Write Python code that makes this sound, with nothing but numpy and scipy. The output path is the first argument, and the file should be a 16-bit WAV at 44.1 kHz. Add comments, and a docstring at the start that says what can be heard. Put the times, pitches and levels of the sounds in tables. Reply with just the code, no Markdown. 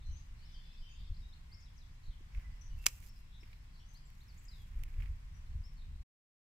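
"""Wind rumbles and small birds sing; then secateurs snap through a thin green stick in a garden.
Around the cut a glove and a sleeve rustle, twigs tap and crackle, and the tool clicks in the hand.
Wind, cloth and fractures are shaped noise; stick and blades ring as decaying sines; birds are gliding tones.
The trees blur the birds and answer the snap, until the sound stops dead and leaves silence."""
import sys
import numpy as np
from scipy import signal
from scipy.fft import rfft, irfft, next_fast_len
from scipy.io import wavfile
from scipy.ndimage import uniform_filter1d, map_coordinates

SR = 44100
rng = np.random.default_rng(int(sys.argv[2]) if len(sys.argv) > 2 else 0)


def wav_record(signal):
    """Record a signal, one row per channel, as 16-bit PCM in the file named by sys.argv[1]."""
    frames = np.transpose(np.atleast_2d(signal))
    bounded = np.clip(frames, -1, 1)
    # unit amplitude maps onto the largest positive 16-bit level
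    quanta = np.round(bounded * 32767).astype(np.int16)
    wavfile.write(sys.argv[1], SR, quanta)


N = 283563
STOP_S, TOP_HZ = 6.034, 15750  # where the sound stops, middle of the steep treble cut


def amp(db):
    """Decibels to gain."""
    return 10 ** (np.asarray(db) / 20)


def unit(x):
    """Scale to rms 1."""
    return x / np.sqrt(np.mean(x ** 2) + 1e-20)


def along(points, hz):
    """Read (Hz, value) points on a log frequency axis."""
    f, v = np.transpose(points)
    return np.interp(np.log(hz + 1), np.log(f + 1), v)


def curve(rows):
    """Join (seconds, value) rows with straight lines, one value per sample."""
    return np.interp(np.arange(N) / SR, *np.transpose(rows))


def wobble(rate, size=N):
    """A smooth random curve with rate knots a second."""
    knots = rng.standard_normal(int(size * rate / SR) + 4)
    return map_coordinates(knots, [np.arange(size) * rate / SR])


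def swells(rows):
    """Gain of events that each rise and fall like a bell; their powers add."""
    t = np.arange(N) / SR
    return np.sqrt(sum(amp(db) ** 2 * np.exp(-((t - s) / half) ** 2) for s, db, half in rows))


def panned(side_db):
    """Left and right gains for a left-minus-right level difference."""
    return amp(np.array([[.5], [-.5]]) * side_db)


def add(track, s, x):
    """Mix x into the track at time s."""
    i = max(0, round(s * SR))
    track[:, i:i + x.shape[-1]] += x[..., :N - i]


def filtered(x, gain):
    """Apply a gain that depends on frequency."""
    m = next_fast_len(x.shape[-1] + 8192)
    return irfft(rfft(x, m) * gain(np.fft.rfftfreq(m, 1 / SR)), m)[..., :x.shape[-1]]


def stereo(mid_side, side_db):
    """Left and right of rms 1; side_db sets how strongly the ears differ."""
    mid, side = mid_side * [[1], [amp(side_db)]]
    return unit(np.array([mid + side, mid - side]))


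def noise(spectrum, side_db, size=N):
    """Coloured stereo noise of rms 1."""
    white = rng.standard_normal((2, size))
    return stereo(filtered(white, lambda hz: amp(along(spectrum, hz))), side_db)


def burst(spectrum, t60, side_db):
    """A sudden puff of noise that dies away: random in detail, always of the same colour and energy."""
    t = np.arange(SR // 8) / SR
    fade = amp(-60 * t / t60)
    # Only the phases are random; they keep the energy near the start
    phase = np.angle(rfft(rng.standard_normal((2, len(t))) * fade))
    colour = amp(along(spectrum, np.fft.rfftfreq(len(t), 1 / SR)))
    puff = irfft(np.exp(1j * phase) * colour, len(t))
    return stereo(puff * amp(-10 * t / t60), side_db) * np.sqrt(np.mean(fade ** 2))


def scattered(x, impulse):
    """Smear x with an impulse response whose left side has unit energy."""
    return signal.fftconvolve(x, impulse / np.linalg.norm(impulse[0]), axes=1)[:, :N]


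# How long the trees hold sound. Each row: frequency in Hz, 60 dB decay time in seconds.
TREE_DECAY = [(300, .35), (2500, 0.63), (6000, 0.39), (14000, 0.54)]


def trees(x):
    """Trunks and leaves scatter a thin, late answer that builds up softly and decays by frequency."""
    hz, t, z = signal.stft(rng.standard_normal((2, SR)), SR, nperseg=256)
    decay = amp(-60 * t / along(TREE_DECAY, hz)[:, None])
    buildup = 1 - np.exp(-t / 0.004)
    return scattered(x, signal.istft(z * decay * buildup, SR, nperseg=256)[1])


# Colour of the large eddies. Each row: frequency in Hz, relative level in dB per Hz.
RUMBLE = [(12, -11), (22, 4.5), (35, -0.5), (55, -4), (90, -9.5), (130, -24.5), (220, -46.5), (500, -53.5),
          (1200, -100)]
# The rumble between gusts. Each row: time in seconds, relative level in dB.
BREEZE = [(0.0, -52), (0.18, -55.5), (1.71, -57.5), (2.48, -55), (4.26, -58), (4.88, -50.5), (5.85, -55),
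          (6.02, -81)]
# Gusts hitting the microphone. Each row: peak time in seconds, relative peak level in dB, half length in seconds.
GUSTS = [(0.11, -35.5, 0.031), (0.32, -43, 0.011), (0.58, -48.5, 0.048), (0.81, -38.5, 0.013),
         (1.02, -41, 0.024), (1.11, -34, 0.014), (1.21, -44, .055), (2.09, -34, 0.011), (2.372, -34, 0.017),
         (2.5, -44, 0.052), (2.75, -40, 0.06), (4.8, -35.5, 0.043), (5.0, -34, 0.044), (5.11, -33.5, 0.02),
         (5.565, -37.5, 0.049), (5.92, -44, 0.15)]


def wind():
    """Eddies buffet the microphone; the large ones are alike in both ears and grow most in a gust."""
    breeze_trim_db, gust_trim_db = 4.5, -1.5
    breeze = amp(curve(BREEZE) + breeze_trim_db)
    gusts = amp(gust_trim_db) * swells(GUSTS)
    gust_db = 20 * np.log10(np.hypot(breeze, gusts))
    eddies = noise(RUMBLE, side_db=-20.5)
    # Even out the random strength so that the level follows breeze and gusts
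    power = uniform_filter1d(np.mean(eddies ** 2, axis=0), SR // 12)
    strength = np.sqrt(np.abs(power) + 1e-6)
    # Small eddies differ more from ear to ear
    swirl = noise([(60, -9.5), (130, 4.0), (200, -7), (350, -24.5), (900, -48.5)], side_db=-14.5)
    swirl_db = -66.0 + 0.2 * (gust_db + 54.0)
    return amp(gust_db) * eddies / strength + amp(swirl_db) * swirl


# Colour of distant trees and open air. Each row: frequency in Hz, relative level in dB per Hz.
AIR = [(150, -32), (250, -4), (313, -13), (434, -15), (534, -14.5), (624, -14.5), (781, -11), (867, -10.5),
       (1070, -8), (1290, -12.5), (1950, -9), (2240, -10), (4100, -18.5), (5040, -17.5), (15500, -34)]


def open_air():
    """A soft, slowly drifting rush of noise from the open air."""
    drift = amp(0.93 * wobble(2))
    return amp(-69.5) * drift * noise(AIR, side_db=1.5) * panned(1)


def whine():
    """A very faint, almost steady sine on the left, its pitch trembling slightly."""
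    pitch_hz = 7690 + 8 * wobble(40)
    return amp(-92.0) * panned(14) * np.sin(2 * np.pi * np.cumsum(pitch_hz) / SR)


def note(length, pitch_hz, swing_hz, flutter_db):
    """One bird note: a pure tone glides through the given pitches, with a quick, uneven vibrato."""
    size = int(length * SR)
    u = np.linspace(0, 1, size)
    steps = len(pitch_hz)
    glide = np.polyval(np.polyfit(np.linspace(0, 1, steps), pitch_hz, steps - 1), u)
    vibrato = np.sin(2 * np.pi * 95 * length * u + wobble(50, size=size))  # around 95 Hz
    vibrato = vibrato + 0.51 * wobble(120, size=size)
    tone = np.sin(2 * np.pi * np.cumsum(glide + swing_hz * vibrato) / SR)
    swell = signal.windows.tukey(size, .35)
    return unit(tone * swell * amp(flutter_db * wobble(110, size=size)))


def contour(hz, bend):
    """Start, middle and end pitch; bend is in semitones at the start and end against the middle."""
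    return hz * 2 ** (np.array([bend[0], 0, bend[1]]) / 12)


# Far birds as a group. Each row: time in seconds, relative level in dB.
CHORUS = [(0, -67), (.33, -81.5), (.5, -72), (1.05, -71), (1.25, -81.5), (4.0, -79.5), (4.9, -100),
          (5.9, -82)]


def chorus(count=420):
    """Many far birds twitter at random, heard only through the trees."""
    out = np.zeros((2, N))
    for when, length, pitch, slope in rng.random((count, 4)):
        hz = 2700 * 2.15 ** pitch
        glide = [hz, hz * 1.7 ** (slope - .5)]
        add(out, when * STOP_S, note(0.027 + 0.029 * length, glide, swing_hz=60, flutter_db=3.5))
    return amp(curve(CHORUS)) * unit(trees(out))


# Buzzy trills. Each row: start in seconds, length in seconds, middle pitch in Hz, relative level in dB.
TRILLS = [(0.0, .044, 3800, -73), (0.163, .05, 6300, -75), (0.462, .12, 5060, -73.5),
          (0.634, .16, 4080, -78), (0.933, .17, 3550, -72), (1.553, .11, 5250, -74.5),
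          (2.022, .087, 4190, -72), (2.103, .047, 3350, -70.5), (2.637, .05, 6190, -75.5),
          (3.311, .083, 3650, -69), (3.723, .09, 4220, -73), (3.795, .047, 3210, -70.5),
          (5.775, .066, 4020, -72.5)]


def trills():
    """A wide, fast vibrato makes each note buzz."""
    out = np.zeros((2, N))
    for s, length, hz, db in TRILLS:
        add(out, s, amp(db) * note(length, contour(hz, (.3, -0.41)), swing_hz=250, flutter_db=3.5))
    return out


# Short hooks that rise and level off. Each row: start in seconds, middle pitch in Hz, relative level in dB.
HOOKS = [(0.386, 4500, -75), (0.775, 4990, -78), (3.062, 5250, -72), (3.145, 5180, -75), (3.38, 5310, -75),
         (3.774, 5510, -79), (5.632, 5350, -69)]
# Steep upward sweeps. Each row: start in seconds, length in seconds, middle pitch in Hz, relative level in dB.
SWEEPS = [(0.43, .04, 5000, -71), (0.718, 0.02, 4780, -73), (1.137, 0.018, 4430, -72),
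          (1.163, 0.017, 4580, -68.5), (1.323, 0.023, 4040, -66.5), (1.513, 0.044, 4970, -64),
          (3.52, 0.023, 4030, -77.5), (3.943, 0.044, 4610, -67.5), (4.2, 0.031, 4070, -71.5),
          (4.373, 0.028, 7300, -74.5), (4.451, 0.01, 7170, -71), (5.46, .022, 3900, -78.5)]
# Notes that dip and come back. Each row: start in seconds, length in seconds, middle pitch in Hz,
# relative level in dB.
DIPS = [(0.109, 0.07, 5990, -73), (0.532, 0.077, 4600, -73.5), (2.609, .032, 5795, -68.5)]
# Level whistles. Each row: start in seconds, length in seconds, middle pitch in Hz, relative level in dB.
WHISTLES = [(0.535, 0.069, 3140, -69), (0.584, 0.23, 3520, -73), (0.805, 0.11, 3110, -69.5),
            (1.21, 0.091, 3790, -73), (1.49, .13, 2110, -81), (2.434, 0.051, 1996, -72.5),
            (2.7, 0.061, 2948, -76), (2.773, 0.11, 2700, -69.5), (5.335, .06, 5900, -82.5)]


def clear_notes():
    """Hooks, sweeps, dips and whistles: pure tones, each kind with its own pitch contour."""
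    out = np.zeros((2, N))
    hook_s = 0.051  # every hook is equally long
    hooks = [(s, hook_s, hz, db) for s, hz, db in HOOKS]
    kinds = [(hooks, (-1.81, .8)), (SWEEPS, (-3.5, 1.8)), (DIPS, (1.8, 2.3)), (WHISTLES, (-0.14, .1))]
    for notes, bend in kinds:
        for s, length, hz, db in notes:
            add(out, s, amp(db) * note(length, contour(hz, bend), swing_hz=35, flutter_db=3))
    return out


# Three slurs tumble down in a cascade. Each row: delay in seconds, length in seconds, start pitch in Hz,
# end pitch in Hz, level in dB against the cascade.
CASCADE = [(0, .033, 7200, 5850, -4), (0.024, 0.017, 6150, 4650, 7), (0.056, .038, 4250, 3300, 2.5)]
# When cascades sound. Each row: start in seconds, relative level in dB.
CASCADES = [(1.598, -77), (1.754, -76)]
# Falling slurs. Each row: start in seconds, length in seconds, start pitch in Hz, end pitch in Hz,
# relative level in dB.
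FALLS = [(3.884, 0.042, 6500, 6040, -75.5), (4.05, 0.027, 8000, 7130, -78.5),
         (4.278, 0.044, 5900, 4090, -71), (4.481, 0.021, 5350, 4640, -61), (4.509, .06, 4284, 3600, -69),
         (4.561, 0.089, 3640, 3220, -74.5), (5.765, 0.039, 4550, 4250, -75)]


def falling_slurs():
    """Single slurs and cascades: each tone drops fast at first, then settles."""
    out = np.zeros((2, N))
    early_share = .68  # of the drop, done halfway through
    tumbles = [(s + delay, length, start, end, db + step_db)
               for s, db in CASCADES for delay, length, start, end, step_db in CASCADE]
    for s, length, start_hz, end_hz, db in FALLS + tumbles:
        middle_hz = start_hz + early_share * (end_hz - start_hz)
        add(out, s, amp(db) * note(length, [start_hz, middle_hz, end_hz], swing_hz=40, flutter_db=3))
    return out


def birds():
    """Clear notes and buzzy trills, blurred by the trees; the higher voices sit on the left."""
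    clear, buzzy = clear_notes() + falling_slurs(), trills()
    direct = amp(-1) * clear + amp(-3.5) * buzzy
    blurred = trees(amp(-2.5) * clear + amp(-4.0) * buzzy)
    side = [(2600, -10.0), (3200, 4), (5000, 3.5), (6200, 16)]  # (Hz, left-right dB)
    return filtered(direct + blurred + chorus(), lambda hz: panned(along(side, hz)))


# Dull knocks of hand and stick. Each row: start in seconds, relative level in dB.
BUMPS = [(2.205, -61.5), (3.429, -62.5)]


def knocks():
    """Low, short noise bursts where hand and stick bump."""
    out = np.zeros((2, N))
    dull = [(120, -7), (350, -4.0), (700, -31.5), (3000, -33.5), (8000, -62.5)]
    for s, db in BUMPS:
        add(out, s, amp(db) * burst(dull, t60=0.078, side_db=-14.0))
    return out


# Cloth colour of the glove. Each row: frequency in Hz, relative level in dB per Hz.
CLOTH = [(300, -5), (700, -6.5), (2200, -3), (4000, -5.5), (7500, -0.5), (9000, -8.5), (12000, -0.5),
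         (15500, -8)]
# Short strokes of the glove. Each row: peak time in seconds, relative peak level in dB, half length in seconds.
RUBS = [(2.32, -92, .12), (2.79, -71, 0.016), (2.915, -65.5, 0.07), (3.05, -63.5, 0.033),
        (3.18, -76.5, .035), (3.5, -84.5, 0.052), (3.945, -76, 0.028), (4.48, -78, 0.34),
        (5.04, -81, 0.083)]


def glove():
    """Grainy noise swells with each stroke of the glove, over a faint rest: cloth never lies quite still."""
    cloth = noise(CLOTH, side_db=-2.5)
    grain = amp(2 * wobble(49) + 4.3 * wobble(500))
    strokes = np.hypot(amp(-86.5), swells(RUBS))
    return strokes * unit(cloth * grain)


# Sweeps of the sleeve. Each row: peak time in seconds, relative peak level in dB, half length in seconds.
SWISHES = [(2.381, -69.5, 0.053), (3.49, -71.5, 0.058), (4.45, -74, 0.16), (4.84, -71.5, 0.11),
           (5.027, -62, 0.036)]


def sleeve():
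    """Soft fluttering noise swells as the sleeve sweeps past."""
    colour = [(300, -2.5), (700, -11), (1600, -2.5), (2200, 2.5), (3600, -13), (8000, -24), (15000, -19)]
    fleece = noise(colour, side_db=-4)
    return swells(SWISHES) * unit(fleece * amp(2.5 * wobble(120)))


# Shared colour of all ticks before the treble lift. Each row: frequency in Hz, relative level in dB per Hz.
TICK = [(200, -7.5), (700, -13.5), (1400, -10), (2300, 10), (3500, -6.5), (7000, -17), (15000, -19.5)]
# The stick taps dully against hand and tool. Each row: start in seconds, relative level in dB.
TAPS = [(2.348, -55), (2.374, -57.5), (3.432, -56.5), (3.53, -57.5), (4.941, -59.5), (5.002, -58),
        (5.022, -54), (5.058, -57.5)]
# Bark and splinters crackle around the cut. Each row: start in seconds, relative level in dB.
CRACKLES = [(2.842, -51), (3.027, -59), (3.039, -57.5), (3.062, -74)]
# The tool clicks in the hand. 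Each row: start in seconds, relative level in dB.
CLICKS = [(3.161, -61), (4.1027, -56.5), (4.8364, -41)]


def ticks():
    """Taps, crackles and clicks are short noise bursts: the brighter the kind, the quicker it decays."""
    out = np.zeros((2, N))
    # (starts and levels, t60 in s, treble lift in dB of which half is reached at 5 kHz)
    kinds = [(TAPS, 0.033, -13.5), (CRACKLES, 0.015, 12.5), (CLICKS, 0.0065, 40)]
    for rows, t60, lift_db in kinds:
        colour = [(hz, level + lift_db * hz / (hz + 5000)) for hz, level in TICK]
        for s, db in rows:
            add(out, s, amp(db) * burst(colour, t60, side_db=1.0))
    return out


def handling():
    """Ticks and knocks of twigs and tool over the rub of glove and sleeve, all to the right."""
    return (ticks() + knocks() + glove() + sleeve()) * panned(-5.0)


# Quick fractures as the stick gives way. Each row: start in seconds, relative level in dB,
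# 60 dB decay time in seconds.
FRACTURES = [(2.8594, -38, 0.02), (2.8612, -30.5, 0.023), (2.8642, -38.5, 0.0066), (2.8653, -12.5, .008),
             (2.8677, -30.5, .014), (2.87, -34.5, 0.0186), (2.884, -44, 0.036)]
# Colour of splitting wood. Each row: frequency in Hz, relative level in dB per Hz.
SPLIT = [(180, -17), (370, -10), (700, -23.5), (1050, -4), (1800, -9), (2500, -0.5), (3800, -8.5),
         (5300, -1), (7600, 1), (8500, -5.5), (14500, -12), (16000, -20.5)]
# Stereo place of the splitting. Each row: frequency in Hz, left-minus-right level in dB.
SPLIT_SIDE = [(1000, -1.5), (2500, -3), (4800, -5.5), (6300, 3.5), (9000, -2.5), (11000, -13.5),
              (15000, -11)]
# Stick and blades ring together. Each row: frequency in Hz, relative level in dB,
# 60 dB decay time in seconds, left-minus-right level in dB.
RING = [(1076, -22.5, 0.0076, -4.5), (2240, -15, .022, -9.5), (2590, -18, 0.016, -14.5),
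        (5050, -8.5, 0.013, -13.5), (6300, -15, 0.013, 5.5), (7432, -13.5, 0.013, -0.5),
        (15100, -9, 0.005, -17.5)]


def snip():
    """Fibres tear, then the stick parts; each fracture rings stick and blades."""
    cracks, rings = np.zeros((2, N)), np.zeros((2, N))
    t = np.arange(SR // 8) / SR
    ring = sum(amp(db - 60 * t / t60) * panned(side) * np.sin(2 * np.pi * hz * t)
               for hz, db, t60, side in RING)
    ring = ring * (1 - np.exp(-t / 0.00029))  # soften the onset
    edge = [(6000, -38.5), (11000, -2.5), (14500, -2.5), (16500, -17.5)]
    for s, db, t60 in FRACTURES:
        add(cracks, s, amp(db) * burst(SPLIT, t60, side_db=-7.0))
        add(cracks, s, amp(db - 6) * burst(edge, t60=0.0048, side_db=-9.5))  # the sharp first edge
        add(rings, s, amp(db) * ring)
    direct = filtered(cracks, lambda hz: panned(along(SPLIT_SIDE, hz))) + rings
    # The right ear hears it 40 microseconds before the left
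    direct = filtered(direct, lambda hz: np.exp(np.array([[-1j], [1j]]) * np.pi * hz * .00004))
    # Ground and nearby brush throw back a short, dense scatter
    brush = burst([(200, 4), (2500, 1.5), (6000, -9.0), (15000, -3.5)], t60=0.07, side_db=-5.5)
    return direct + amp(-16.5) * scattered(direct, brush) + amp(-27.0) * trees(cracks)


def scene():
    """Everything in the garden."""
    return snip() + handling() + birds() + wind() + open_air() + whine()


def record(dry):
    """The sound stops dead at STOP_S, and a steep low-pass cuts the treble around TOP_HZ."""
    running = np.clip((STOP_S - np.arange(N) / SR) / .008, 0, 1)
    return filtered(dry * running, lambda hz: np.clip((TOP_HZ - hz) / 400 + .5, 0, 1))


dry = scene()
out = record(dry)
wav_record(out)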